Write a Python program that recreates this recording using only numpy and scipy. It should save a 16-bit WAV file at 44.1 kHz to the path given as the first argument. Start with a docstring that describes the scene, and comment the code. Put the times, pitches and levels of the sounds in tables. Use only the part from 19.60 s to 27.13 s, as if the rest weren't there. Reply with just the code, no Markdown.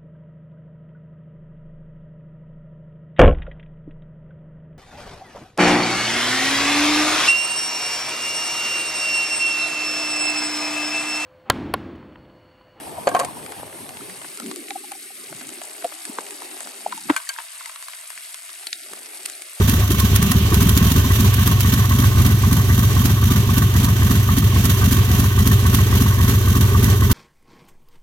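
"""An open airfield: a nine-cylinder radial aircraft engine idles, stumbling at first, then loping evenly.
Its uneven firings throb and bark through the exhaust; gas hisses out in puffs, one sharp spit a cycle.
Gear backlash rings the crankcase about once a crank turn. Behind it are a dry rasp and the rush of
air stirred by the propeller."""
import sys
import numpy as np
from scipy import signal
from scipy.fft import rfft, irfft, next_fast_len
from scipy.io import wavfile

SR = 44100
rng = np.random.default_rng(int(sys.argv[2]) if len(sys.argv) > 2 else 0)


def to_wav(s):
    """Save 16-bit WAV."""
    ch = np.atleast_2d(s).T  # columns
    pcm = np.round(np.clip(ch, -1, 1) * 32767)  # PCM
    wavfile.write(sys.argv[1], SR, pcm.astype(np.int16))


N = 332073
TIME_S = np.arange(N) / SR
SETTLED_S = 1.545  # end of the stumbling
LEFT_LEAD_S = .00019

# engine levels over time: time_s, throb_db, turbulence_db, gas_db
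ENGINE_LEVELS = [(0, -20, 7.5, -26.5), (.6, 0, 8.5, -27.5), (.9, 0, 8, -29), (.95, -13, 12.5, -26),
                 (1.4, 0, 7, -25.5), (2, 0, -1.5, -27.5), (3, 0.1, 2, -28), (4.3, 0, 3, -29),
                 (5.3, 0, 1.5, -27.5), (7.53, 0.5, -8, -28.5)]
# exhaust valve openings at even idle: cycle_share, top_pitch_hz, level_db, swell_s
VALVE_BARKS = [(0.044, 280.0, -14.7, 0.003), (0.081, 276.0, -16.6, 0.0104), (0.15, 234.0, -14.7, 0.0088),
               (0.152, 454.0, -24.2, 0.0072), (0.253, 219.0, -16.2, 0.0091), (0.381, 463.0, -25.1, 0.0085),
               (0.531, 285.0, -19.1, 0.0066), (0.638, 291.0, -14.4, 0.003), (0.645, 274.0, -20.2, 0.0186),
               (0.768, 261.0, -12.4, 0.0076), (0.938, 434.0, -17.6, 0.003), (0.961, 291.0, -7.3, 0.0041)]
# ragged firings: start_s, thump_db, top_pitch_hz, bark_db, swell_s
RAGGED_FIRINGS = [(0.0, 1.9, 244.0, -19.9, 0.014), (0.0314, -9.2, 245.0, -12.7, 0.0093),
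                  (0.0787, -2.8, 294.0, -10.1, 0.0085), (0.1248, -0.1, 277.0, -11.3, 0.0084),
                  (0.1481, 0.7, 170.0, -21.2, 0.014), (0.1809, 0.8, 297.0, -24.5, 0.0123),
                  (0.2187, -2.5, 184.0, -11.9, 0.0047), (0.2921, -1.8, 413.0, -16.8, 0.0104),
                  (0.3266, -0.7, 235.0, -9.2, 0.0079), (0.3707, 0.5, 242.0, -23.3, 0.014),
                  (0.429, 0.4, 253.0, -10.3, 0.0091), (0.4988, -2.4, 170.0, -13.4, 0.0087),
                  (0.5314, 2.4, 289.0, -22.3, 0.0137), (0.5865, -5.4, 244.0, -10.7, 0.0076),
                  (0.6133, -6.1, 222.0, -10.2, 0.0114), (0.639, -8.0, 237.0, -9.9, 0.014),
                  (0.6905, -6.8, 289.0, -12.0, 0.014), (0.7478, 2.3, 250.0, -7.8, 0.008),
                  (0.8015, -7.3, 239.0, -13.9, 0.0035), (0.8136, -0.4, 244.0, -18.7, 0.0104),
                  (0.85, 1.4, 170.0, -17.1, 0.0033), (0.9162, 2.9, 441.0, -15.4, 0.0107),
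                  (0.9599, 0.1, 253.0, -10.9, 0.0085), (1.0078, -2.8, 306.0, -10.7, 0.0115),
                  (1.0544, -0.1, 239.0, -8.9, 0.0085), (1.0876, 1.9, 253.0, -21.4, 0.014),
                  (1.1131, 3.4, 270.0, -21.1, 0.014), (1.1617, -3.5, 315.0, -9.4, 0.0062),
                  (1.2079, 2.2, 261.0, -9.5, 0.0094), (1.2544, 2.4, 246.0, -12.4, 0.0106),
                  (1.308, -6.3, 301.0, -9.3, 0.0057), (1.3524, 1.3, 285.0, -10.3, 0.0051),
                  (1.3756, 2.9, 269.0, -12.6, 0.0034), (1.4409, 0.1, 307.0, -13.0, 0.013),
                  (1.502, 2.2, 382.0, -13.8, 0.003)]


def exhaust(jostle_s=.0008):
    """All pipe sound, left ear first; uneven burns jostle the crank and so the firing times."""
    lag_s = jostle_s * np.log(flutter(per_s=9, depth_db=20 / np.log(10)))
    firing = delayed(throb() + barks(), lag_s) + stumbling() + turbulence() + pipe_hum()
    pipes = signal.sosfilt(signal.butter(6, 450, fs=SR, output="sos"), firing)  # valves open gradually
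    # open stacks radiate no steady pressure
    pipes = signal.sosfilt(signal.butter(2, 22, "high", fs=SR, output="sos"), pipes)
    return np.array([pipes * from_db(-.35), delayed(pipes, LEFT_LEAD_S)])


def throb(nominal_cycle_s=.269):
    """Nine pressure pulses ring the exhaust and merge into a deep lope whose pitch follows crank speed."""
    # cylinder pulses: cycle_share, level_db
    pulses = [(0.1317, 6.9), (0.2118, -1.5), (0.242, 2.0), (0.3152, 4.8), (0.4744, -0.0), (0.626, 6.5),
              (0.7516, 1.9), (0.8122, 3.4), (0.9038, 1.3)]
    # deep exhaust resonances at nominal speed: pitch_hz, width_hz, gain_db
    modes = [(52.9, 2.8, 34.0), (70.7, 2.9, 45.1), (91.7, 3.8, 51.0), (120.4, 0.9, 49.3)]
    share, db = np.transpose(pulses)
    cycles = np.arange(12)
    pulse_s = (cycles[:, None] + share) * nominal_cycle_s
    steady = resonate(clicks(pulse_s, np.tile(db, len(cycles))), modes)
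    # loop one cycle, ten in, where the ringing has settled
    position = (crank() % 1 + 10) * nominal_cycle_s * SR
    lope = np.interp(position, np.arange(N), steady) * settled()
    throb_db, _, _ = in_time(ENGINE_LEVELS)
    return lope * from_db(throb_db) * flutter(per_s=20, depth_db=.9)


def barks(scatter_db=1.5, pitch_scatter=.018):
    """Valves bark at even idle, varying with each burn; a fouled cylinder adds a cough for a spell."""
    # fouled cylinder: cycle_share, top_pitch_hz, level_db, swell_s, from_s, until_s
    coughs = [(0.768, 243, -21.5, 0.0079, 4.1, 7)]
    # engine load: time_s, level_db
    load = [(1.6, 1.6), (2.5, -1.2), (3.8, -.16), (4.6, .62), (7.5, .5)]
    notes = [(s, hz, db, swell_s) for share, hz, db, swell_s in VALVE_BARKS
             for s in every_cycle([share]).ravel()]
    notes += [(s, hz, db, swell_s) for share, hz, db, swell_s, from_s, until_s in coughs
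              for s in every_cycle([share]).ravel() if from_s < s < until_s]
    start_s, hz, db, swell_s = np.transpose(notes)
    burn, heat = rng.standard_normal((len(start_s), 2)).T
    load_db, = in_time(load, start_s)
    varied = np.c_[start_s, hz * (1 + pitch_scatter * heat), db + load_db + scatter_db * burn, swell_s]
    return pipe_notes(varied[start_s > SETTLED_S])


def stumbling():
    """Ragged firings thump the collector and bark in the stacks; after a miss the engine chuffs hard."""
    # collector resonances: pitch_hz, width_hz, gain_db
    collector_modes = [(67.3, 16.8, 46.5), (73.8, 9.3, 50.5), (99.5, 5.1, 51.5)]
    # catches after a miss: start_s, level_db
    catches = [(.002, 2), (.302, -3), (.619, -4), (.914, -3)]
    # stack resonances: pitch_hz, width_hz, gain_db
    stack_modes = [(217, 45, 31), (340, 37, 26.5), (410, 22, 31)]
    start_s, thump_db, hz, bark_db, swell_s = np.transpose(RAGGED_FIRINGS)
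    thumps = resonate(clicks(start_s, thump_db), collector_modes)
    chuffs = resonate(clicks(*np.transpose(catches)), stack_modes)
    return thumps + chuffs + pipe_notes(np.c_[start_s, hz, bark_db, swell_s])


def pipe_notes(notes, sweep_share=.87):
    """Each slug of hot gas sounds a short, round note whose pitch sweeps up as the pipe fills."""
    out = np.zeros(N + SR)
    t = np.arange(SR // 8) / SR
    for start_s, top_hz, db, swell_s in notes:
        age, at = t / swell_s, int(start_s * SR)
        turns = top_hz * (t - sweep_share * swell_s * (1 - np.exp(-age)))
        envelope = (age * np.exp(1 - age)) ** 2
        out[at:at + len(t)] += from_db(db) * envelope * np.sin(2 * np.pi * turns)
    return out[:N]


def turbulence(even_db=-21, ragged_db=-22):
    """Turbulence trails each slug of gas and roughens the pipes."""
    # upper pipe resonances: pitch_hz, width_hz, gain_db
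    modes = [(165, 30, 29.5), (219.6, 35.7, 23.8), (276, 14, 22), (396, 10, 20)]
    share, _, db, _ = np.transpose(VALVE_BARKS)
    even_s = every_cycle(share)
    even = bursts(even_s, np.broadcast_to(db + even_db, even_s.shape), rise_s=.0012, decay_s=.039)
    ragged_s, _, _, bark_db, _ = np.transpose(RAGGED_FIRINGS)
    ragged = bursts(ragged_s, bark_db + ragged_db, rise_s=.0027, decay_s=.03)
    swirl = (even * settled() + ragged) * rng.standard_normal(N)
    _, turbulence_db, _ = in_time(ENGINE_LEVELS)
    return from_db(turbulence_db) * resonate(swirl, modes)


def pipe_hum(pitch_hz=396, width_hz=26):
    """Gas streaming through the stacks keeps their upper resonance sounding between firings."""
    # time_s, level_db
    flow = [(0, -22), (.85, -17), (1.05, -9), (2.5, -16), (5, -12), (6.2, -7.5), (7.5, -2.5)]
    flow_db, = in_time(flow)
    return resonate(from_db(flow_db) * rng.standard_normal(N), [(pitch_hz, width_hz, 0)])


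def gas(leak_db=-6, scatter_db=1.85):
    """Hiss puffs out in step with the valves, over a steady leak."""
    # gas puffs: cycle_share, level_db, decay_s
    puffs = [(0.062, -5, 0.024), (0.14, 3.5, 0.02), (0.203, 1.5, 0.018), (.3, -3, 0.058), (0.42, -3, 0.038),
             (.585, 0, 0.013), (.68, 2.5, 0.012), (0.738, 2, 0.02), (.81, 1.5, 0.03), (0.931, 4, 0.036)]
    # hiss spectrum: frequency_hz, density_db
    colour = [(350, -35), (600, 1), (850, -9), (1300, 0), (1370, -11), (1500, 5), (1640, -1), (1820, -2),
              (2380, -6), (3000, 1.5), (3700, -1), (5170, -8.5), (5990, 1), (8280, -9), (10200, -6.5),
              (11900, 1), (14700, -3.5), (15800, -7)]
    power = from_db(leak_db) ** 2
    for share, db, decay_s in puffs:
        start_s = every_cycle([share])
        puff_db = db + scatter_db * rng.standard_normal(start_s.shape)
        power = power + bursts(start_s, puff_db, rise_s=.0031, decay_s=decay_s) ** 2
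    _, _, gas_db = in_time(ENGINE_LEVELS)
    return from_db(gas_db) * np.sqrt(power) * flutter(per_s=190, depth_db=1.5) * stereo_noise(colour)


def spits(cycle_share=.995, scatter_db=.7, leak_db=-8, leak_lead_s=.0083):
    """A hard firing leaks past the opening valve, then cracks out as a short, bright jet."""
    # one cylinder's spit, once a cycle: time_s, level_db
    strength = [(0, -19), (.72, -18), (1.6, -21.5), (1.87, -21), (2.14, -21), (2.4, -24), (2.66, -21),
                (2.93, -25.5), (3.45, -18.5), (3.72, -24.5), (3.98, -23), (4.25, -18), (4.5, -22),
                (4.78, -21), (5.05, -18.5), (5.33, -18), (5.6, -22), (5.87, -17.5), (6.14, -18.5),
                (6.42, -20.5), (6.69, -22), (6.97, -22), (7.5, -19)]
    # afterfires of unburnt fuel while the engine clears: start_s, level_db
    afterfires = [(0.316, -20), (0.397, -28), (0.558, -15.5), (0.626, -21), (0.942, -19), (1.092, -20),
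                  (1.173, -17), (1.739, -21.5), (2.005, -18.5)]
    regular_s = every_cycle([cycle_share]).ravel()
    regular_db = in_time(strength, regular_s)[0] + scatter_db * rng.standard_normal(len(regular_s))
    stray_s, stray_db = np.transpose(afterfires)
    start_s, db = np.r_[regular_s, stray_s], np.r_[regular_db, stray_db]
    jet = bursts(start_s, db, rise_s=.0013, decay_s=.0062)
    leak = bursts(start_s - leak_lead_s, db + leak_db, rise_s=.0094, decay_s=.0076)
    # frequency_hz, density_db
    colour = [(500, -4), (1400, 8), (2500, 9.5), (3400, 11.5), (5000, 9), (6000, 12.5), (8500, 7),
              (11700, 14.5), (16000, 10)]
    return (jet + leak) * flutter(per_s=980, depth_db=4) * stereo_noise(colour)


def clanks(drive_db=16, knock_db=41, chatter_db=-17, scatter_db=1.2, diffuse_db=-10, rise_s=.0018):
    """Gear backlash closes with a brief rattle that rings the case; lighter chatter fills the gaps."""
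    # load reversals on the crank: cycle_share, level_db
    reversals = [(.132, -26), (.2, -51), (.423, -38.5), (0.638, -23), (.918, -31.5), (0.969, -30.5)]
    # jerks of the stumbling crank: start_s, level_db
    jerks = [(.007, -26), (0.081, -39), (0.135, -34), (0.226, -32), (.27, -38), (0.342, -28), (0.396, -35),
             (.447, -28), (.617, -29), (0.713, -19), (.852, -36), (0.919, -16), (1.009, -24), (1.087, -26),
             (1.18, -44)]
    # crankcase and cowling resonances: pitch_hz, width_hz, gain_db
    case_modes = [(732, 11, -5), (939, 55, -7.5), (1083.5, 60, 1), (1191, 83, -3.5), (1538, 37, -3),
                  (1814, 90, -6.5), (1973, 18.6, -0.5)]
    # frequency_hz, density_db
    colour = [(300, -1), (700, -6), (2000, -4), (4000, -1.5), (16000, -16.5)]
    share, regular_db = np.transpose(reversals)
    regular_s = every_cycle(share)
    regular_db = regular_db + scatter_db * rng.standard_normal(regular_s.shape)
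    jerk_s, jerk_db = np.transpose(jerks)
    after_jerks = regular_s > jerk_s[-1]
    start_s, db = np.r_[jerk_s, regular_s[after_jerks]], np.r_[jerk_db, regular_db[after_jerks]]
    blows = bursts(start_s, db + drive_db, rise_s, decay_s=.0074)
    chatter = from_db(chatter_db) * flutter(per_s=74, depth_db=4)
    force = np.tanh(blows + chatter)  # the oil film cushions the hardest blows
    direct = left_first(stereo_noise(colour)[0])
    rattle = force * (direct + from_db(diffuse_db) * stereo_noise(colour))
    # the first hard contact gives each clank a firm, pitched core
    knocks = left_first(clicks(start_s + rise_s, np.minimum(db, -23) + knock_db))
    # the teeth meet differently each time and favour other resonances
    return sum((-1) ** k * flutter(per_s=12, depth_db=1.4) * resonate(rattle + knocks, [mode])
               for k, mode in enumerate(case_modes))


def rasp():
    """A dry rasp that swells irregularly, most of all while the engine clears."""
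    # time_s, level_db
    swells = [(0, -45), (.6, -32), (1.3, -35.5), (2.25, -37), (2.45, -57), (3.8, -40), (4.4, -40),
              (5.6, -38.5), (6.15, -37), (6.35, -38), (7.5, -52)]
    # frequency_hz, density_db
    colour = [(1200, -26), (2400, -4), (3100, -.5), (3800, -7), (5200, -15), (12000, -35)]
    level_db, = in_time(swells)
    return from_db(level_db) * flutter(per_s=26, depth_db=3) * stereo_noise(colour)


def propeller(level_db=-32):
    """Rush of stirred air around the blades."""
    # air spectrum: frequency_hz, density_db
    colour = [(30, 3), (60, -3), (140, 12), (200, 10.5), (310, 7), (400, 11), (490, -1), (850, -1),
              (1150, -15), (2200, -2.5), (8000, -9), (16000, -22)]
    return from_db(level_db) * flutter(per_s=25, depth_db=4) * stereo_noise(colour)


def ground_bounce(x, lag_s=.0022, echo_db=-9):
    """The pavement returns a weaker copy just after the direct sound."""
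    return x + from_db(echo_db) * np.array([delayed(ear, lag_s) for ear in x])


def crank(start_share=.692):
    """Four-stroke cycles done at each sample, two turns to a cycle."""
    # the crank labours, picks up as the cylinders clear, then settles: time_s, speed_rpm
    speed = [(0, 399), (.65, 375), (1.15, 410), (1.45, 414.7), (1.85, 455.7), (2.4, 457.5), (3, 452.4),
             (3.9, 458.3), (4.55, 445.2), (5.9, 437.2), (7.53, 439.8)]
    rpm, = in_time(speed)
    return start_share + np.cumsum(rpm) / (2 * 60 * SR)


def every_cycle(shares):
    """Times (s) at which the crank reaches these shares, shape (cycles, shares); -1 outside the scene."""
    done = crank()
    cycles = np.arange(int(done[-1]) + 1)
    return np.interp(cycles[:, None] + np.asarray(shares), done, TIME_S, left=-1, right=-1)


def settled(fade_s=.05):
    """0 while the engine stumbles, 1 once it runs evenly."""
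    return np.clip((TIME_S - SETTLED_S) / fade_s + .5, 0, 1)


def clicks(start_s, db):
    """One impulse of the given level at each start."""
    out = np.zeros(N)
    at = np.round(np.ravel(start_s) * SR).astype(int)
    inside = (at >= 0) & (at < N)
    np.add.at(out, at[inside], from_db(np.ravel(db))[inside])
    return out + 1e-18


def bursts(start_s, db, rise_s, decay_s):
    """Envelope of bursts that each peak at their level; overlaps add in power."""
    t = np.arange(SR // 5) / SR
    shape = ((1 - np.exp(-t / rise_s)) * np.exp(-t / decay_s)) ** 2
    power = signal.fftconvolve(clicks(start_s, db) ** 2, shape / shape.max())[:N]
    return np.sqrt(np.abs(power))


def resonate(x, modes):
    """Parallel resonances of alternating sign."""
    out = 0
    for k, (hz, width_hz, db) in enumerate(modes):
        r = np.exp(-np.pi * width_hz / SR)
        zeros = np.array([1, 0, -1]) * (1 - r * r) / 2
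        poles = [1, -2 * r * np.cos(2 * np.pi * hz / SR), r * r]
        out = out + (-1) ** k * from_db(db) * signal.lfilter(zeros, poles, x)
    return out


def flutter(per_s, depth_db):
    """A gain that wanders at random."""
    knots = rng.standard_normal(N // 40)
    return from_db(depth_db * np.interp(TIME_S * per_s, np.arange(len(knots)), knots))


def stereo_noise(colour):
    """Coloured noise, alike in both ears in the bass and unrelated in the treble; rms 1."""
    # likeness of the ears: frequency_hz, likeness (1 or more is fully correlated)
    likeness = [(60, 24), (180, 4.5), (330, 1.1), (640, 0.87), (1400, 0.56), (2500, -0.16), (6000, 0.03),
                (15000, 0)]
    # ear balance: frequency_hz, left_minus_right_db
    balance = [(60, -16), (92, -36), (140, -6), (210, -2), (330, 3), (500, -1), (770, 0), (1170, 4),
               (1790, -3), (2740, -4.5), (4190, -5), (6410, -1.5), (9810, -3.5), (15000, -4.5)]
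    size = next_fast_len(N, real=True)
    hz = np.fft.rfftfreq(size, 1 / SR)
    mid, side = rfft(rng.standard_normal((2, size)))
    alike = np.clip(at_hz(likeness, hz), -1, 1)
    ear_sign = np.array([[1], [-1]])
    white = np.sqrt(1 + alike) * mid + np.sqrt(1 - alike) * side * ear_sign
    gain = from_db(at_hz(colour, hz) + ear_sign * at_hz(balance, hz) / 2)
    noise = irfft(white * gain, size)[:, :N]
    return noise / np.sqrt(np.mean(noise ** 2) + 1e-20)


def left_first(x, left_db=-2):
    return np.array([x * from_db(left_db), delayed(x, LEFT_LEAD_S)])


def delayed(x, lag_s):
    return np.interp(np.arange(N) - lag_s * SR, np.arange(N), x)


def in_time(rows, at_s=TIME_S):
    time_s, *columns = np.transpose(rows)
    return [np.interp(at_s, time_s, column) for column in columns]


def at_hz(points, hz):
    point_hz, values = np.transpose(points)
    return np.interp(np.log(hz + 1), np.log(point_hz), values)


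def from_db(db):
    return 10 ** (np.asarray(db) / 20)


def scene():
    return exhaust() + ground_bounce(gas() + spits()) + rasp() + clanks() + propeller()


def record(dry):
    """Steep low-pass at 15.9 kHz."""
    return signal.sosfilt(signal.ellip(12, .1, 90, 15900, fs=SR, output="sos"), dry)


dry = scene()
out = record(dry)
to_wav(out)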